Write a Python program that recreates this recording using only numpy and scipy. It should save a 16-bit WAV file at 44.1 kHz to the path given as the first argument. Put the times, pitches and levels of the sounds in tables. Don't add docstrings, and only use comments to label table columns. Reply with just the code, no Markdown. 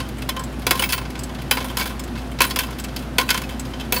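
import sys
import numpy as np
from scipy import signal
from scipy.fft import rfft, irfft
from scipy.io import wavfile

SR = 44100
rng = np.random.default_rng(int(sys.argv[2]) if len(sys.argv) > 2 else 0)


def generate_wav(sig):
    pcm = np.round(np.clip(np.atleast_2d(sig).T, -1, 1) * 32767).astype(np.int16)
    wavfile.write(sys.argv[1], SR, pcm)


N = 176400
T = np.arange(N) / SR
HZ = np.maximum(np.arange(N // 2 + 1) * SR / N, 1)


def undb(db):
    return 10 ** (np.asarray(db) / 20)


def eq_curve(points):
    hz, db = np.array(points).T
    gain = undb(np.interp(np.log(HZ), np.log(hz), db))
    return gain / np.sqrt(np.mean(gain ** 2))


def equalise(x, gain):
    cepstrum = irfft(np.log(gain + 1e-6), N)
    cepstrum[1:N // 2] *= 2
    cepstrum[N // 2 + 1:] = 0
    impulse = irfft(np.exp(rfft(cepstrum)), N)[:4096]
    return signal.fftconvolve(x, impulse)[:N]


def add(out, at, x):
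    i = max(int(at * SR), 0)
    out[i:i + len(x)] += x[:max(N - i, 0)]


def wander(rate_hz):
    knots = rng.standard_normal(1024)
    return np.interp(T * rate_hz, np.arange(len(knots)), knots)


def burst(t, hold_s, decay_s):
    return np.exp(-np.maximum(t - hold_s, 0) / decay_s)


def resonate(x, hz, t60):
    r = np.exp(-np.log(1000) / (t60 * SR))
    return 2 * (1 - r) * signal.lfilter([1], [1, -r * np.exp(2j * np.pi * hz / SR)], x).real


def note(t, hz, t60):
    return np.sin(2 * np.pi * (hz * t + rng.random())) * np.exp(-np.log(1000) * t / t60)


def room(x, t60=.19, wet_db=-17.5, dull_hz=5000):
    tail = rng.standard_normal(N) * undb(-60 * T / t60) * (T > .008)
    wet = signal.fftconvolve(x, tail / np.sqrt(np.sum(tail ** 2)))
    return x + undb(wet_db) * equalise(wet, 1 / np.hypot(1, HZ / dull_hz))


# (frequency [Hz], gain [dB])
FAN_EQ = [(20, -24), (40, -15), (48, -1), (110, -0.5), (160, -1.5), (225, 6.5), (275, -3), (350, -0.5),
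          (450, -9), (515, -5.5), (580, -8.5), (730, -7), (1000, -12), (1500, -13.5), (2200, -19),
          (3200, -21), (5000, -26.5), (7500, -32.5), (11000, -33), (15500, -40.5)]

def fan_air(level_db=-32.5, flicker_db=.5):
    air = irfft(rfft(rng.standard_normal(N)) * eq_curve(FAN_EQ), N)
    return air * undb(level_db + flicker_db * wander(24.99))


# (pitch [Hz], level [dB])
HUM_TONES = [(58.9, -30), (120, -42), (125.3, -44.5), (129.3, -40.5), (145.5, -42), (249.5, -42),
             (258.5, -36.5), (311, -47)]

def cooler_hum(waver_db=1.5, waver_hz=3.02):
    hum = 0
    for k, (hz, db) in enumerate(HUM_TONES):
        waver = waver_db * wander(waver_hz) * (1 if k else .3)
        hum += undb(db + waver) * np.sin(2 * np.pi * (hz * T + rng.random()))
    return hum


# (frequency [Hz], gain [dB])
TICK_EQ = [(300, -12), (1000, -3), (2700, 4.5), (5000, -15.5), (8000, -3), (16000, -13)]

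def loose_parts(ticks_per_s=16, level_db=-49, scatter_db=6, decay_s=.011):
    triggers = rng.random(N) < ticks_per_s / SR
    ticks = triggers * undb(level_db + scatter_db * rng.standard_normal(N))
    envelope = signal.lfilter([1], [1, -np.exp(-1 / (decay_s * SR))], ticks)
    return equalise(envelope * rng.standard_normal(N), eq_curve(TICK_EQ))


# (time [s], level [dB])
PING_CUES = [(.3935, -30), (0.4367, -30.5), (1.1914, -29.5), (1.2351, -28), (1.9944, -30), (2.0376, -32.5),
             (2.797, -29), (2.8391, -30.5), (3.5957, -28.5)]
# (frequency [Hz], gain [dB])
PING_EQ = [(1000, -13), (3000, -10.5), (5200, -8), (6500, -10), (7400, -2), (8000, 3.5), (8600, -7),
           (9300, -14), (10500, -8.5), (13000, -13.5), (16000, -13)]

def spring_pings(spring_hz=8030, spring_db=-8, size=4096):
    t, snaps = np.arange(size) / SR, np.zeros(N)
    for at, db in PING_CUES:
        add(snaps, at, undb(db) * rng.standard_normal(size) * burst(t, hold_s=.0026, decay_s=.0076))
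    spring = undb(spring_db) * resonate(snaps, spring_hz, t60=.067)
    return equalise(snaps + spring, eq_curve(PING_EQ))


def crossover(lows, highs, hz):
    def band(x, kind):
        section = signal.butter(2, hz, kind, fs=SR, output="sos")
        return signal.sosfilt(np.tile(section, (2, 1)), x)
    return band(lows, "low") + band(highs, "high")


def rebounds(t, taps_per_s=350, fade_s=.042, grain_s=.0036):
    taps = (rng.random(len(t)) < taps_per_s / SR) * np.exp(-2 * t / fade_s)
    grains = signal.lfilter([1], [1, -np.exp(-2 / (grain_s * SR))], taps)
    return grains * 2 / (grain_s * taps_per_s)


# (frequency [Hz], gain [dB])
METAL_EQ = [(120, -19), (300, -8.5), (700, -10), (1000, -2.5), (1250, -5), (1550, -1), (2400, 0), (3300, 0),
            (3700, -1.5), (5000, -5), (5800, -5.5), (8200, -6.5), (11300, -2.5), (13500, -5), (14600, -6),
            (16000, -9)]

def metal_hits(cues, contact_s, rise_s, crack_s=.0071, thud_lag_s=.0013, size=8192):
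    t = np.arange(size) / SR
    shiver = undb(-12) * burst(t, hold_s=0, decay_s=.015)
    thud_shape = burst(t, contact_s + 2 * thud_lag_s, crack_s)
    thud_attack = 1 - np.exp(-t / thud_lag_s)
    crack_shape = burst(t, contact_s, crack_s)
    treble_shape = burst(t, hold_s=.0011 + 2 * rise_s, decay_s=.0051)
    low, mid, high = np.zeros((3, N))
    for at, db, thud_db, treble_db, chatter in cues:
        noise = undb(db) * rng.standard_normal(size) * (1 - np.exp(-t / rise_s))
        tail = np.sqrt(chatter ** 2 * rebounds(t) + shiver ** 2)
        add(low, at, undb(thud_db) * noise * np.hypot(thud_shape, tail) * thud_attack)
        add(mid, at, noise * np.hypot(crack_shape, tail))
        add(high, at, undb(treble_db) * noise * np.hypot(treble_shape, tail))
    body = crossover(low, mid, hz=1340)
    return equalise(crossover(body, high, hz=6700), eq_curve(METAL_EQ))


# (time [s], level [dB], thud [dB], treble [dB], chatter [0-1])
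LEVER_CUES = [(.001, -24, 1.5, -9.5, 0.28), (.087, -38, -3, 5.5, 0), (.2196, -29, -18, -2.5, 0),
              (.2897, -17.5, 3.5, 0, 0), (.3641, -26, 8.5, -7, .1), (.3935, -44.5, 25, 0, 0.7),
              (.592, -42, 0, 6, 0.2), (.6185, -37, 0, -4, 0.3), (1.0136, -36, 13, -9, 0.3),
              (1.0505, -33.5, 9, -17, 0.2), (1.1019, -34, -36, -1.5, .2), (1.1518, -33.5, 5.5, -16, 0.9),
              (1.292, -35.5, 4, -9, 0), (1.3463, -34.5, -12, -7, .3), (1.385, -35, 3, -14, 0.7),
              (1.418, -36.5, -4, 1, 0), (1.9944, -38, 14, 7, 0), (2.0757, -38, -9, -5, 0),
              (2.152, -37, 5, -15, .7), (2.174, -37, -7, -8, 1), (2.6838, -40, 16.5, -11, 0.5),
              (2.7057, -35, 7, 0.5, .2), (2.7252, -36, 9, -8, 0.4), (2.785, -31, -21, 0, 0.2),
              (2.7965, -36, -14, 4, 0), (2.842, -27.5, -9, -2.5, 0), (2.8833, -35, 1, -11, 0.4),
              (2.9617, -26, -5, -1, 0.2), (2.990, -37, -8, 1, 0.3), (3.022, -38, -3, -5, .4),
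              (3.4905, -33.5, 5, -5, 0.9), (3.650, -39, 6.5, -4, 0.7), (3.7339, -35, 4.5, -17, 0.7),
              (3.797, -29, -11, -12, 0.47), (3.806, -30, -10, -9, 0.2), (3.8511, -41, -4, -8, 0.2)]

def lever_clicks():
    return metal_hits(LEVER_CUES, contact_s=.0059, rise_s=.0011)


# (pitch [Hz], gain [dB], t60 [s])
CUP_MODES = [(519, 4, 0.075), (1010.5, 4.5, 0.065), (1054, 4.5, 0.064), (1390, -1, 0.041),
             (1521, 1.5, 0.073), (2193, -1.5, 0.036), (2360, -1.5, 0.18), (2623, 3, .045), (3100, 6, 0.069),
             (3408, -2, 0.023), (4030, -5.5, 0.02), (4460, 1.5, 0.05), (4863, 0, 0.012), (5170, 2, 0.058),
             (6470, -1.5, 0.061)]

def cup(x, direct_db=-2, scatter_db=5, spot_changes_hz=30):
    ringing = 0
    for hz, db, t60 in CUP_MODES:
        drive = x * undb(db + scatter_db * wander(spot_changes_hz))
        ringing += resonate(drive, hz, t60)
    return undb(direct_db) * x + ringing


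# (time [s], level [dB], boom [dB])
LANDING_CUES = [(0.6669, -29.5, 12.5), (.7095, -27.5, 12), (1.5115, -22, -6), (2.4055, -16.5, -8),
                (3.1834, -21.5, 5.5), (3.9238, -27, 11.5)]
# (pitch [Hz], gain [dB], t60 [s])
CHUTE_MODES = [(367, -7.5, 0.075), (430, -7, .08), (504.5, -7.5, .12), (719, -9, 0.13), (775, -4, 0.054),
               (969.5, 1.5, .14), (1462, 1.5, 0.12), (1910, -3, 0.12), (2360, 5, 0.044), (2496, 10, 0.037),
               (3960, -8, 0.28)]

def chute_knocks(boom_below_hz=850, rise_s=.00069, size=16384):
    t, out = np.arange(size) / SR, np.zeros(N)
    for at, db, boom_db in LANDING_CUES:
        knock = sum(undb(mode_db + boom_db * (hz < boom_below_hz)) * note(t, hz, t60)
                    for hz, mode_db, t60 in CHUTE_MODES)
        add(out, at, undb(db) * knock * (1 - np.exp(-t / rise_s)))
    return out


# (time [s], pitch [Hz], level [dB], t60 [s])
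CLINK_CUES = [(.001, 9550, -42, 0.2), (.2897, 1040, -24.5, 0.22), (.3641, 1040, -29, 0.3),
              (.7946, 2980, -16, 0.067), (.8215, 3200, -19, .08), (.838, 2260, -8, 0.027),
              (.9305, 1060, -24, .1), (.9787, 1030, -26, 0.09), (1.573, 1030, -22, .06),
              (1.6442, 9400, -41, .2), (1.690, 3130, -36, .15), (1.770, 3330, -33, 0.057),
              (1.819, 2260, -22, 0.059), (2.465, 9750, -33, 0.21), (3.290, 2570, -20, 0.078),
              (3.308, 1500, -18.5, 0.14), (3.438, 2570, -33, 0.11)]

def rim_clinks(detune=.0123, size=16384):
    t, out = np.arange(size) / SR, np.zeros(N)
    for at, hz, db, t60 in CLINK_CUES:
        pair = note(t, hz, t60) + .5 * note(t, hz * (1 - detune), t60)
        add(out, at, undb(db) * pair)
    return out


# (time [s], level [dB], thud [dB], treble [dB], chatter [0-1])
BOUNCE_CUES = [(.667, -12.5, 1.5, -1, 0.16), (0.7085, -9, 6.5, 3, 0.02), (0.729, -26.5, 11.5, -1, 0.6),
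               (.754, -26, -6, -2.5, 1), (0.7945, -19, 5.5, 2, .2), (0.8225, -18.5, 9, 2.5, 0.12),
               (.839, -20, -1, 0.5, 0), (.858, -29, -4, -1, 0), (0.8894, -27, -1, 1, 1),
               (0.9238, -17.5, -19, 3.5, 0), (0.931, -17.5, 7.5, -1, 0.18), (0.9783, -21.5, 5.5, -8, 0.12),
               (1.5108, -11, 7, 2, .2), (1.5706, -22, 12.5, -8, 0.51), (1.605, -27, 9.5, -10, 0.33),
               (1.626, -33.5, -13, -5, 0.7), (1.6442, -33.5, 12, 5, 0.47), (1.681, -36.5, -7, -4, 0.9),
               (1.698, -35.5, 9.5, -7, 0.76), (1.770, -19.5, 5, 1, 0.6), (1.798, -29.5, 12, 4, 0.2),
               (1.811, -19.5, 8, -9, 0.2), (1.823, -28.5, -1, 1, 0.63), (1.856, -31.5, 11.5, 0.5, 0.87),
               (1.872, -29, -2, -1, 0.2), (1.902, -38, 15, -6, 0.73), (2.388, -24, -2, -15, 0),
               (2.405, -9.5, 4.5, -3, 0.16), (2.4173, -10.5, 1.5, 3, 0.17), (2.439, -18, 6.5, -12, 0.17),
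               (2.448, -23, 9, 4, 0.1), (2.499, -26, -4, -1, 0), (2.508, -18.5, -2.5, -6, 0),
               (2.560, -18, 6, -0.5, 0.2), (2.568, -26, 7, -13, 0.1), (2.589, -13, -4.5, 1.5, 0),
               (2.605, -25, 4, -1, 0.54), (2.633, -25, 6.5, -2, 0), (3.183, -9, 4.5, -2.5, 0.08),
               (3.2, -28.5, 15, 6, 0.35), (3.212, -20, 4, -6, 0), (3.290, -15.5, 4, -5, 0.2),
               (3.304, -9, 0, -1.5, 0.2), (3.344, -17.5, 6.5, -6, .2), (3.376, -19, 2.5, -1.5, 0),
               (3.4176, -28.5, 7, -1, 0.1), (3.437, -30, -7, -6, 0.2), (3.923, -14, -10, 3, 0),
               (3.942, -26, 1, 6, 0.68), (3.963, -20.5, 8, -2, .4), (3.979, -33, -1, -2, 0.4)]
# (sings from [s], ring [dB], twin ring [dB], shimmer pitch [Hz], shimmer gain [dB])
COIN_VOICES = [(.775, -9, -22, 9260, 7), (1.48, -14, -22, 9200, -11), (2.37, -19, -19, 9200, -17),
               (3.15, -28, -26, 8800, -12), (3.89, -11, -20, 12200, 7)]
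# (ring pitch [Hz], twin pitch [Hz])
COIN_TUNING = [(15547, 15660), (15256, 15439), (15154, 15315), (15079, 15595), (15068, 15700)]

def coins(ring_t60=.17, shimmer_t60=.068, shimmer_spread=.0356, size=16384):
    t, singing = np.arange(size) / SR, np.zeros(N)
    clatter = metal_hits(BOUNCE_CUES, contact_s=.0027, rise_s=.0001)
    ends = [voice[0] for voice in COIN_VOICES[1:]] + [N / SR]
    for voice, (ring_hz, twin_hz), end in zip(COIN_VOICES, COIN_TUNING, ends):
        start, ring_db, twin_db, shimmer_hz, shimmer_db = voice
        own_clatter = clatter * ((T >= start) & (T < end))
        cluster_hz = shimmer_hz * (1 + shimmer_spread * rng.uniform(-1, 1, 5))
        singing += undb(shimmer_db) * sum(resonate(own_clatter, hz, shimmer_t60) for hz in cluster_hz)
        for at, db, _, treble_db, _ in BOUNCE_CUES:
            if start <= at < end:
                ring = undb(ring_db) * note(t, ring_hz, ring_t60)
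                twin = undb(twin_db) * note(t, twin_hz, ring_t60)
                add(singing, at, undb(db + treble_db) * (ring + twin))
    return clatter + singing


def scene():
    bed = cooler_hum() + fan_air()
    shaking = coins() + spring_pings() + lever_clicks() + loose_parts()
    foreground = cup(shaking) + chute_knocks() + rim_clinks()
    return (bed + room(foreground))[None]


def record(dry, top_hz=15740):
    low_pass = signal.ellip(10, .2, 80, top_hz, fs=SR, output="sos")
    return signal.sosfilt(low_pass, np.tanh(dry))


dry = scene()
out = record(dry)
generate_wav(out)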